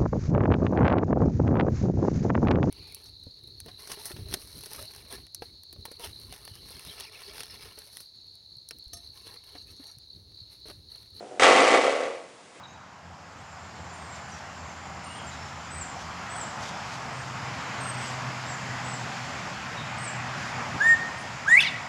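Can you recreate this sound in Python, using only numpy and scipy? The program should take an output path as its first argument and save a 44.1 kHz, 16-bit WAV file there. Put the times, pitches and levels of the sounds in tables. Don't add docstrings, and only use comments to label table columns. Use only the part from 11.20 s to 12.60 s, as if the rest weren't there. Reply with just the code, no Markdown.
import sys
import numpy as np
from scipy import signal
from scipy.fft import rfft, irfft, next_fast_len
from scipy.io import wavfile

SR = 44100
rng = np.random.default_rng(int(sys.argv[2]) if len(sys.argv) > 2 else 0)


def unload_wav(signal):
    wavfile.write(
        sys.argv[1],
        SR,
        np.round(np.clip(np.atleast_2d(signal).T, -1, 1) * 32767).astype(np.int16),
    )


N = 61739
T = np.arange(N) / SR
RELEASE_S, FIRST_KNOCK_S = .1962, .2215
IMPACT_GAIN = np.sqrt(600)

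# (time [s], board knock [dB], coil clash [dB])
CONTACT_FORCE = [(.2, -16.5, -12), (.29, -14.5, -18), (.38, -16.5, -19.5), (.46, -19.5, -21.5),
                 (.55, -17, -21.5), (.595, -27, -30.5), (.62, -26.5, -27.5), (.655, -23.5, -28.5),
                 (.7, -30.5, -30), (.74, -34.5, -34), (.84, -35.5, -37), (.94, -44, -48),
                 (1.04, -53.5, -58), (1.12, -61.5, -62)]


def door_stop():
    # (phase [cycles], knock [dB], flutter [dB], clash [dB])
    contacts = [(0, -2, 1, -5), (0.251, -7, -19, -2.5), (0.471, -3, 2.5, -5.5), (.72, -12, -14.5, -6.5)]
    knocks, flutter, clashes, ticks = np.zeros((4, N))
    for phase, knock_db, flutter_db, clash_db in contacts:
        times = contact_times(phase)
        jitter, knock_scatter, clash_scatter, detune, lag = rng.standard_normal((64, 5))[:len(times)].T
        damping_db = paw_damping(times)
        times = times + .0001 * jitter
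        accent_db = damping_db + 1.2 * knock_scatter
        knocks += impacts(times, curve(CONTACT_FORCE, times) + knock_db + accent_db)
        side_db = -4 * (phase > 0) * (times > .78)
        flutter += spring_flutter(times, flutter_db + side_db + accent_db, detune, lag)
        coil_db = curve(CONTACT_FORCE, times, column=2) + clash_db + 1.5 * clash_scatter + damping_db
        clashes += coil_clashes(times, coil_db)
        ticks += wire_ticks(times, coil_db - 8)
    rattle = clashes + coil_chatter()
    board = board_knock(knocks)
    ringing = room(flutter, wet_db=-6) + undb(-3) * board_ring(knocks)
    low_cut = signal.butter(4, 232, "high", fs=SR, output="sos")
    return board + signal.sosfilt(low_cut, ringing) + coil_metal(rattle) + ticks


def contact_times(phase):
    # (time [s], period [s])
    swing_period = [(.2, .0465), (.33, .042), (.49, .0358), (.68, .029), (.87, .024), (1.1, .021)]
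    cycles = np.cumsum(1 / curve(swing_period, T)) / SR
    cycles -= np.interp(FIRST_KNOCK_S, T, cycles)
    times = np.interp(np.arange(-1, int(cycles[-1]) - 1) + phase, cycles, T)
    return times[times > RELEASE_S]


def board_knock(knocks):
    # (frequency [Hz], relative level [dB])
    knock_tone = [(30, -56.5), (120, -23), (215, -13.5), (290, 0.5), (480, 6.5), (780, 8.5), (980, 1.5),
                  (1250, -22.5), (1700, -5.5), (4000, -22), (11000, -68)]
    return undb(-.5) * room(through(knocks, colour(knock_tone)), wet_db=2)


def spring_flutter(times, gain_db, detune, lag):
    # (time [s], level [dB], pitch [Hz])
    contour = [(.22, -16.5, 480), (.3, -16.5, 492), (.56, -16.5, 486), (.6, -17.5, 490), (.62, -32.5, 460),
               (.65, -13, 535), (.69, -16, 533), (.73, -23, 536), (.77, -19.5, 567), (.89, -24.5, 540),
               (.95, -30.5, 580), (1, -36.5, 620), (1.04, -39.5, 620), (1.1, -48, 580), (1.25, -65, 582)]
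    pitches = curve(contour, times, column=2) * (1 + .04 * detune)
    gains = undb(curve(contour, times) + gain_db)
    starts = times + .0003 * lag
    return sum(gain * blip(start, hz, rise_s=.0015) for start, hz, gain in zip(starts, pitches, gains))


def board_ring(knocks):
    # (frequency [Hz], relative level [dB], t60 [s])
    modes = [(288, 8, 0.067), (340, -5, 0.11), (493.4, 0, 0.66), (545, 0, 0.13), (658, -11, .25),
             (705, 5, 0.11), (817, -20, .2), (896.2, -4.5, 0.18), (1089, 5.5, 0.17), (1177, 7.5, 0.083),
             (1123, 1.5, 0.31), (1395, 1.5, 0.13), (1586, -3, 0.23), (2028, 12.5, 0.04), (2245, -6.5, 0.29),
             (2710, -20, .16)]
    ring = sum((-1) ** k * undb(db) * np.sin(2 * np.pi * hz * T) * fade(t60)
               for k, (hz, db, t60) in enumerate(modes))
    return through(knocks, unit(ring))


def coil_clashes(times, db, t60=.034, fresh_share=.23):
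    out, pattern = np.zeros(N), diffuse(t60)
    for start, gain in zip((times * SR).astype(int), undb(db) * IMPACT_GAIN):
        size = min(2048, N - start)
        fresh = unit(rng.standard_normal(size) * fade(t60)[:size])
        burst = np.sqrt(1 - fresh_share) * pattern[:size] + np.sqrt(fresh_share) * fresh
        out[start:start + size] += gain * burst
    return out


def coil_chatter(clicks_per_s=900):
    touches = rng.random(N) < clicks_per_s / SR
    clicks = touches * rng.standard_normal(N) * np.sqrt(SR / clicks_per_s)
    level_db = curve(CONTACT_FORCE, T, column=2) + paw_damping(T) - 7
    return clicks * (T > RELEASE_S) * undb(level_db)


def coil_metal(rattle):
    # (frequency [Hz], relative level [dB])
    coil_tone = [(100, -25.5), (600, -8.5), (980, -9), (1200, 2.5), (1650, -7), (2050, -1), (2900, -7),
                 (4000, -13), (5500, -16.5), (7300, -19), (8600, -22.5), (10500, -26.5)]
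    clink = undb(-15) * blip(RELEASE_S, hz=1290, rise_s=.0011)
    return room(through(rattle, colour(coil_tone)) + clink, wet_db=0)


def wire_ticks(times, db, low_hz=3400, high_hz=8800, rise_s=.0004, spread_s=.006):
    out, age = np.zeros(N + 1024), T[:512]
    envelope = age / rise_s * np.exp(1 - age / rise_s)
    for start, gain in zip(times, undb(db)):
        for delay, pitch in rng.random((5, 2)):
            hz = low_hz * (high_hz / low_hz) ** pitch
            at = int((start + spread_s * delay) * SR)
            out[at:at + len(age)] += gain * envelope * np.sin(2 * np.pi * hz * age)
    return out[:N]


def paw_damping(t):
    return np.where(t < FIRST_KNOCK_S - .002, -6, 0)


def paw():
    # (time [s], level [dB])
    pushes = [(.008, -39.5), (.017, -49), (.027, -38), (.044, -45.5), (.069, -50), (.113, -40.5),
              (.121, -41), (.142, -46.5), (.156, -45.5), (.175, -39)]
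    # (frequency [Hz], relative level [dB])
    nudge_tone = [(40, -40), (140, -18), (270, -4.5), (500, -0.5), (760, 0), (950, -22), (1300, -19),
                  (1700, -26), (10000, -67)]
    times, db = np.array(pushes).T
    nudges = through(impacts(times, db + .5), colour(nudge_tone))
    thump = undb(-40) * blip(start_s=.214, hz=88, rise_s=.007)
    return room(nudges, wet_db=3) + thump


def fur_scuff(peak_s=1.38, width_s=.033):
    # (frequency [Hz], relative level [dB])
    fur_tone = [(100, -23), (400, 7), (1100, -11), (2200, -0.5), (4000, -18), (10000, -20)]
    swell = np.exp(-((T - peak_s) / width_s) ** 2)
    return undb(-52) * through(rng.standard_normal(N), colour(fur_tone)) * swell


def room(dry, wet_db, t60=.26):
    tail = unit(diffuse(t60) * np.clip(T / .0022, 0, 1))
    return (dry + undb(wet_db) * through(dry, tail)) / np.hypot(1, undb(wet_db))


def room_hum():
    # (frequency [Hz], relative level [dB])
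    hum_tone = [(18, -42), (30, -40), (129, -9.5), (255, -9), (295, -4.5), (376, -8.5), (970, -9),
                (1090, -12.5), (1780, -14), (1920, -15.5), (7470, -21), (10000, -24.5), (13000, -62),
                (22000, -120)]
    return undb(-52) * signal.fftconvolve(rng.standard_normal(2 * N), colour(hum_tone))[N:2 * N]


def impacts(times, db):
    out = np.zeros(N)
    np.add.at(out, np.clip(times * SR, 0, N - 1).astype(int), undb(db) * IMPACT_GAIN)
    return out


def blip(start_s, hz, rise_s):
    age = np.maximum(T - start_s, 0)
    return age / rise_s * np.exp(1 - age / rise_s) * np.sin(2 * np.pi * hz * age)


def diffuse(t60):
    size = next_fast_len(N)
    spectrum = rfft(rng.standard_normal(N) * fade(t60), size)
    even = irfft(spectrum / np.abs(spectrum), size)[:N]
    return unit(even * fade(t60 * 10))


def colour(tone, size=2048):
    hz, db = np.array(tone).T
    grid_hz = np.maximum(np.fft.rfftfreq(size, 1 / SR), 1)
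    magnitude = undb(np.interp(np.log(grid_hz), np.log(hz), db))
    cepstrum = irfft(np.log(magnitude))
    cepstrum[1:size // 2] *= 2
    cepstrum[size // 2 + 1:] = 0
    return unit(irfft(np.exp(rfft(cepstrum))))


def through(x, response):
    return signal.fftconvolve(x, response)[:N]


def curve(table, t, column=1):
    rows = np.array(table)
    return np.interp(t, rows[:, 0], rows[:, column])


def fade(t60):
    return np.exp(-np.log(1000) * T / t60)


def unit(x):
    return x / np.sqrt(np.sum(x ** 2))


def undb(db):
    return 10 ** (np.asarray(db) / 20)


def scene():
    return (door_stop() + paw() + fur_scuff() + room_hum())[None]


def record(dry, ceiling=1.1, top_hz=10050):
    rounded = ceiling * np.tanh(dry / ceiling)
    return signal.sosfilt(signal.ellip(10, .2, 80, top_hz, fs=SR, output="sos"), rounded)


dry = scene()
out = record(dry)
unload_wav(out)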